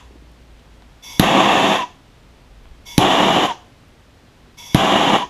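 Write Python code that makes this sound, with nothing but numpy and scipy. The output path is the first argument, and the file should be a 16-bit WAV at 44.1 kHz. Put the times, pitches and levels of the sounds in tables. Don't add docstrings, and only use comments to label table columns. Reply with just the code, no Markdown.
import sys
import numpy as np
from scipy import signal
from scipy.fft import rfft, irfft, next_fast_len
from scipy.io import wavfile
from scipy.ndimage import uniform_filter1d

SR = 44100
rng = np.random.default_rng(int(sys.argv[2]) if len(sys.argv) > 2 else 0)


def rack_gain(trim_db):
    fader = np.asarray(trim_db, float)
    return 10 ** (fader / 20)


def transcribe(u):
    v = np.clip(np.atleast_2d(u).T, -1, 1)
    q = np.round(v * 32767).astype(np.int16)
    wavfile.write(sys.argv[1], SR, q)


N = 233486
TIME = np.arange(N) / SR

# opens in s, cold gas level in dB, shuts in s, left-over gas re cold gas in dB.
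VALVE = [
    (1.022, -39.5, 1.82, -5),
    (2.852, -39, 3.51, -6.5),
    (4.569, -39.5, 5.22, -6),
]
# igniter snaps in s, snap level in dB, thump pitch in Hz, bench echo lag in s, echo level in dB.
LIGHT = [
    (1.1951, -10, 310, .0066, -15),
    (2.9788, -12.5, 310, .0072, -11),
    (4.7454, -15.5, 290, .0068, -11),
]
# frequency in Hz, density in dB per Hz.
JET = [(2650, -26.5), (4500, -5), (5370, -4.5), (5710, -4), (6670, 2), (7510, -2), (8370, -17.5),
       (9290, -15), (10400, -7.5), (13100, -28), (15500, -32)]
# frequency in Hz, density in dB per Hz.
ROAR = [(24, -54.5), (40, -32.5), (85, -19), (205, -2), (246, -5.5), (289, -2), (540, -8.5), (728, 1),
        (1100, -7.5), (1400, -23), (1820, -39), (3080, -120)]
# frequency in Hz, density in dB per Hz.
RUSH = [(650, -29.5), (1100, 1), (1240, -5.5), (1390, -14.5), (1790, -5.5), (2050, -10.5), (2480, -9.5),
        (2690, -3.5), (2970, -8.5), (3420, -6.5), (3610, -7.5), (4270, -26.5), (4510, -22.5), (4800, -33.5),
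        (6240, -53), (10600, -120)]


def level(x, db):
    return x * rack_gain(db) / np.sqrt(np.mean(x ** 2))


def noise():
    return rng.standard_normal(N)


def colour(x, points):
    hz, db = np.transpose(points)
    size = next_fast_len(N)
    f = np.maximum(np.fft.rfftfreq(size, 1 / SR), 1)
    gain = rack_gain(np.interp(np.log(f), np.log(hz), db))
    return level(irfft(rfft(x, size) * gain, size)[:N], 0)


def ring(x, modes):
    return sum(rack_gain(db) * signal.lfilter(*signal.iirpeak(hz, hz / width, SR), x) for hz, width, db in modes)


def walk(rate_hz):
    k = int(SR / rate_hz)
    steps = np.repeat(rng.standard_normal(N // k + 1), k)
    return level(uniform_filter1d(uniform_filter1d(steps, k), k)[:N], 0)


def ramp(s, length_s):
    return np.clip((TIME - s) / length_s, 0, 1)


def tone(hz):
    return np.sin(2 * np.pi * np.cumsum(hz) / SR)


def room(x):
    t60_s, treble_t60_s, gap_s = 0.17, 0.4, 0.0033
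    t = np.arange(SR) / SR
    dark, bright = rng.standard_normal((2, SR))
    low = signal.butter(1, 3000, fs=SR)
    tail = signal.lfilter(*low, dark) * np.exp(-np.log(1000) * t / t60_s)
    tail += 0.5 * bright * np.exp(-np.log(1000) * t / treble_t60_s)
    tail *= np.clip(t / gap_s - .5, 0, 1)
    return rack_gain(-13.5) * signal.fftconvolve(x, tail / np.sqrt(np.sum(tail ** 2)))[:N]


def far_rumble():
    motor_hz, slows_hz_per_s, fade_s = 61, 9, 1
    swell_db = 10.5 * np.exp(-((TIME - 2.76) / 0.36) ** 2)
    rumble = colour(noise(), [(10, -22.5), (28, 2.5), (48, 0.0), (57, 6), (68, -9), (120, -35), (200, -61.5)])
    turning_hz = np.maximum(motor_hz - slows_hz_per_s * TIME, 20) * (1 + 0.014 * walk(9))
    motor = np.sqrt(2) * rack_gain(-44.5) * tone(turning_hz)
    motor *= np.exp(-(TIME / fade_s) ** 2) * ramp(0, 0.048)
    return (rumble * rack_gain(-55 + swell_db) + motor) * rack_gain(1.6 * walk(6.5))


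def earlier_burst():
    start_db, t60_s = -49, 0.36
    tail = colour(noise(), RUSH) + 0.36 * colour(noise(), JET)
    tail += level(ring(noise(), [(990, 120, 0)]), 0)
    return tail * rack_gain(start_db - 60 * TIME / t60_s)


def shop():
    # frequency in Hz, density in dB per Hz.
    air = [(35, -31.5), (60, -3.5), (142, -6), (207, -12.5), (238, -9.5), (338, -14), (593, -16.5),
           (1250, -22), (3420, -26), (13900, -45.5), (16000, -56)]
    # frequency in Hz, level in dB.
    mains = [(242, -65)]
    floor = colour(noise(), air) * rack_gain(-49.5 + 0.22 * walk(3.07))
    hum = sum(np.sqrt(2) * rack_gain(db + 2.5 * walk(3.4)) * np.sin(2 * np.pi * hz * TIME) for hz, db in mains)
    return floor + far_rumble() + hum + earlier_burst()


def ticks():
    # start in s, peak level in dB, pitch in Hz, t60 in s.
    knocks = [(.108, -38, 340, .05), (.137, -42, 290, .04), (0.157, -37, 300, 0.055),
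              (0.222, -40, 300, 0.05), (.314, -49, 3700, .015), (.317, -49, 10300, .012),
              (.594, -44, 3100, 0.019), (.8222, -38.5, 766, .04), (.8222, -43, 1600, .012),
              (.8222, -40, 3100, .01), (2.656, -39, 846, 0.055), (2.656, -41, 2400, 0.008),
              (3.884, -55, 11000, 0.012), (1.756, -36, 13800, .012), (3.452, -38, 13800, .012)]
    out, t = np.zeros(N), TIME[:SR // 8]
    for s, db, hz, t60_s in knocks:
        push = rng.standard_normal(len(t)) * np.exp(-np.log(1000) * t / t60_s)
        push[0] += 2.4 * np.sqrt(SR / hz)
        mode = [(hz, .6 * hz, 0)]
        knock = ring(ring(push, mode), mode)
        out[int(s * SR):][:len(t)] += rack_gain(db) * knock / np.abs(knock).max()
    return out


def gas():
    # frequency in Hz, width in Hz, level in dB.
    cold_tube = [(958, 70, -0.5), (2224, 110, -3.5), (2640, 60, -8.5), (3440, 120, 1.5), (4700, 99, -6.5),
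                 (5760, 170, -4), (6310, 80, -5.5), (6980, 210, -27), (7420, 108.5, -19),
                 (9950, 150, -15.5), (10500, 750, -16.5), (11500, 120, -16.5), (12730, 100, -26.5)]
    # frequency in Hz, level in dB.
    whistle = [(3420, -2.5), (2196, -8), (5560, -10), (4800, -15)]
    # frequency in Hz, density in dB per Hz.
    cold_jet = [(880, -51), (1500, -24), (3410, -2.5), (4160, -19), (5660, -0.5), (8320, -29),
                (13000, -16.5), (15100, -40), (16000, -61)]
    open_s, shut_s, bleed_s = 0.02, 0.053, 0.047
    hiss = level(ring(noise(), cold_tube), -1) + rack_gain(-4.5) * colour(noise(), cold_jet)
    for hz, db in whistle:
        swing = rack_gain(db + 2.0 * walk(60))
        hiss += swing * tone(hz * (1 + .005 * walk(12) + 0.00382 * walk(200)))
    bleed = colour(colour(noise(), JET), [(6000, 12), (10000, -22)])
    flow, rest = np.zeros((2, N))
    for on, db, off, more_db in VALVE:
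        flow += rack_gain(db) * ramp(on, open_s) * np.clip((off - TIME) / shut_s, 0, 1)
        rest += rack_gain(db + more_db) * (TIME > off - .03) * np.exp(-np.abs(TIME - off) / bleed_s)
    return (hiss * flow + bleed * rest) * rack_gain(1.0 * walk(25.38))


def hoot():
    # start in s, length in s, lowest pitch in Hz, level in dB, afterglow in dB.
    hoots = [
        (1.779, .063, 976, -24, -37),
        (3.47, .052, 880, -24, -52),
        (5.178, .06, 975, -24, -39),
    ]
    top_hz, fall_hz_per_s, cooled_hz = 1115, 4000, 990
    rise_s, die_db_per_s, afterglow_t60_s = 0.011, 1300, 0.24
    hz, size = np.full(N, 1. * top_hz), 0
    for s, length_s, low_hz, db, after_db in hoots:
        t = np.maximum(TIME - s, 0)
        late = np.maximum(TIME - s - length_s, 0)
        falling = np.maximum(top_hz - fall_hz_per_s * t, low_hz)
        settling = falling + (cooled_hz - falling) * ramp(s + length_s, 0.0316)
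        hz = np.where(TIME > s, settling, hz)
        song = rack_gain(db - die_db_per_s * late)
        afterglow = rack_gain(after_db - 60 * late / afterglow_t60_s)
        size = size + ramp(s, rise_s) * (song + afterglow)
    return np.sqrt(2) * tone(hz * (1 + 0.0072 * walk(120))) * size * rack_gain(1.6 * walk(110))


def thump(t, hz):
    slow_s = .0045
    turns = hz * (.3 * t + .7 * slow_s * (1 - np.exp(-t / slow_s)))
    size = .8 * np.exp(-((t - .0024) / .0022) ** 2) + .3 * np.exp(-t / .009)
    return -np.sin(2 * np.pi * turns) * size


def ignition():
    # frequency in Hz, width in Hz, level in dB.
    snap = [(2114, 1900, -5.5), (3500, 1300, -1), (5900, 1800, -11.5), (10900, 1380, -3.5),
            (13544, 1800, -22.5)]
    lag_s, thump_db = .0017, 4.2
    crackle = np.zeros(N)
    for hz, width, db in snap:
        crackle += ring(ring(noise(), [(hz, width, 0)]), [(hz, width, db)])
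    crackle = level(crackle, 0)
    flash = colour(noise(), ROAR) + 0.64 * colour(noise(), RUSH)
    out = np.zeros(N)
    for s, snap_db, hz, echo_lag_s, echo_db in LIGHT:
        t = np.maximum(TIME - s, 0)
        out += rack_gain(snap_db) * crackle * (t / 0.0013) ** 2 * np.exp(2 - 2 * t / 0.0017)
        out += rack_gain(snap_db - 10) * crackle * (1 - np.exp(-t / 0.0049)) * np.exp(-t / 0.016)
        out += rack_gain(-21) * flash * np.clip(t / 0.0032, 0, 1) * np.clip((.02 - t) / .005, 0, 1)
        boom = np.maximum(t - lag_s - .002, 0)
        out += rack_gain(-11) * np.sin(2 * np.pi * 88 * boom) * np.exp(-boom / 0.0084)
        out += rack_gain(thump_db) * thump(np.maximum(t - lag_s, 0), hz)
        out += rack_gain(thump_db + echo_db) * thump(np.maximum(t - lag_s - echo_lag_s, 0), hz)
    return out


def burning():
    # trigger let go in s, flame level in dB, starved drop in dB, flame out in s.
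    flames = [
        (1.762, -18.5, 5.5, 1.824),
        (3.453, -18.5, 7.5, 3.514),
        (5.163, -18.5, 6, 5.226),
    ]
    catch_lag_s, catch_s, settle_s, starve_s = 0.02, 0.047, 0.016, 0.013
    sag_db_per_s, die_db_per_s = 59, 560
    size, fresh, starved = np.zeros((3, N))
    for (lit, *_), (let_go, db, drop_db, out) in zip(LIGHT, flames):
        short = ramp(let_go, starve_s)
        loss_db = drop_db * short + sag_db_per_s * np.maximum(TIME - let_go, 0)
        loss_db += die_db_per_s * np.maximum(TIME - out, 0)
        size += rack_gain(db - loss_db) * ramp(lit + catch_lag_s - catch_s / 2, catch_s)
        settling = np.exp(-np.maximum(TIME - lit - catch_lag_s, 0) / settle_s)
        fresh = np.where(TIME > lit, settling, fresh)
        starved = np.where(TIME > lit, short, starved)
    return size, fresh, starved


def flame():
    # frequency in Hz, density in dB per Hz.
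    warm_rush = [(650, -24.5), (1100, -2), (1320, -11), (1490, -13), (1900, -10), (2140, -14.5),
                 (2360, -10.5), (2580, -16.5), (2840, -5.5), (2990, -6.5), (3510, -10), (3990, -20),
                 (4460, -31), (4800, -41), (6240, -61), (10600, -120)]
    size, fresh, starved = burning()
    flare = walk(160)
    roar_db = 3.5 + 1.1 * fresh - 5 * starved
    roar = colour(noise() * rack_gain(1.3 * flare), ROAR) * rack_gain(roar_db + 0.6 * walk(30))
    burn = noise() * rack_gain(0.88 * flare)
    first_burst = TIME < VALVE[1][0]
    rush = np.where(first_burst, colour(burn, RUSH), colour(burn, warm_rush))
    rush = rush * rack_gain(-0.1 + 0.11 * walk(18))
    jet_db = -18 + 7 * fresh + 1 * starved
    jet = colour(noise() * rack_gain(.7 * flare), JET) * rack_gain(jet_db)
    return (roar + rush + jet) * size


def scene():
    near = gas() + flame() + ignition() + ticks()
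    song = hoot()
    return (near + song + room(near + 0.23 * song) + shop())[None]


def roll_off(x):
    return signal.sosfilt(signal.butter(12, 16610, fs=SR, output="sos"), x)


def record(dry):
    top = signal.ellip(8, .3, 60, 15150, fs=SR, output="sos")
    mix = np.clip(signal.sosfilt(top, dry), -1, 1)
    return roll_off(mix)


dry = scene()
out = record(dry)
transcribe(out)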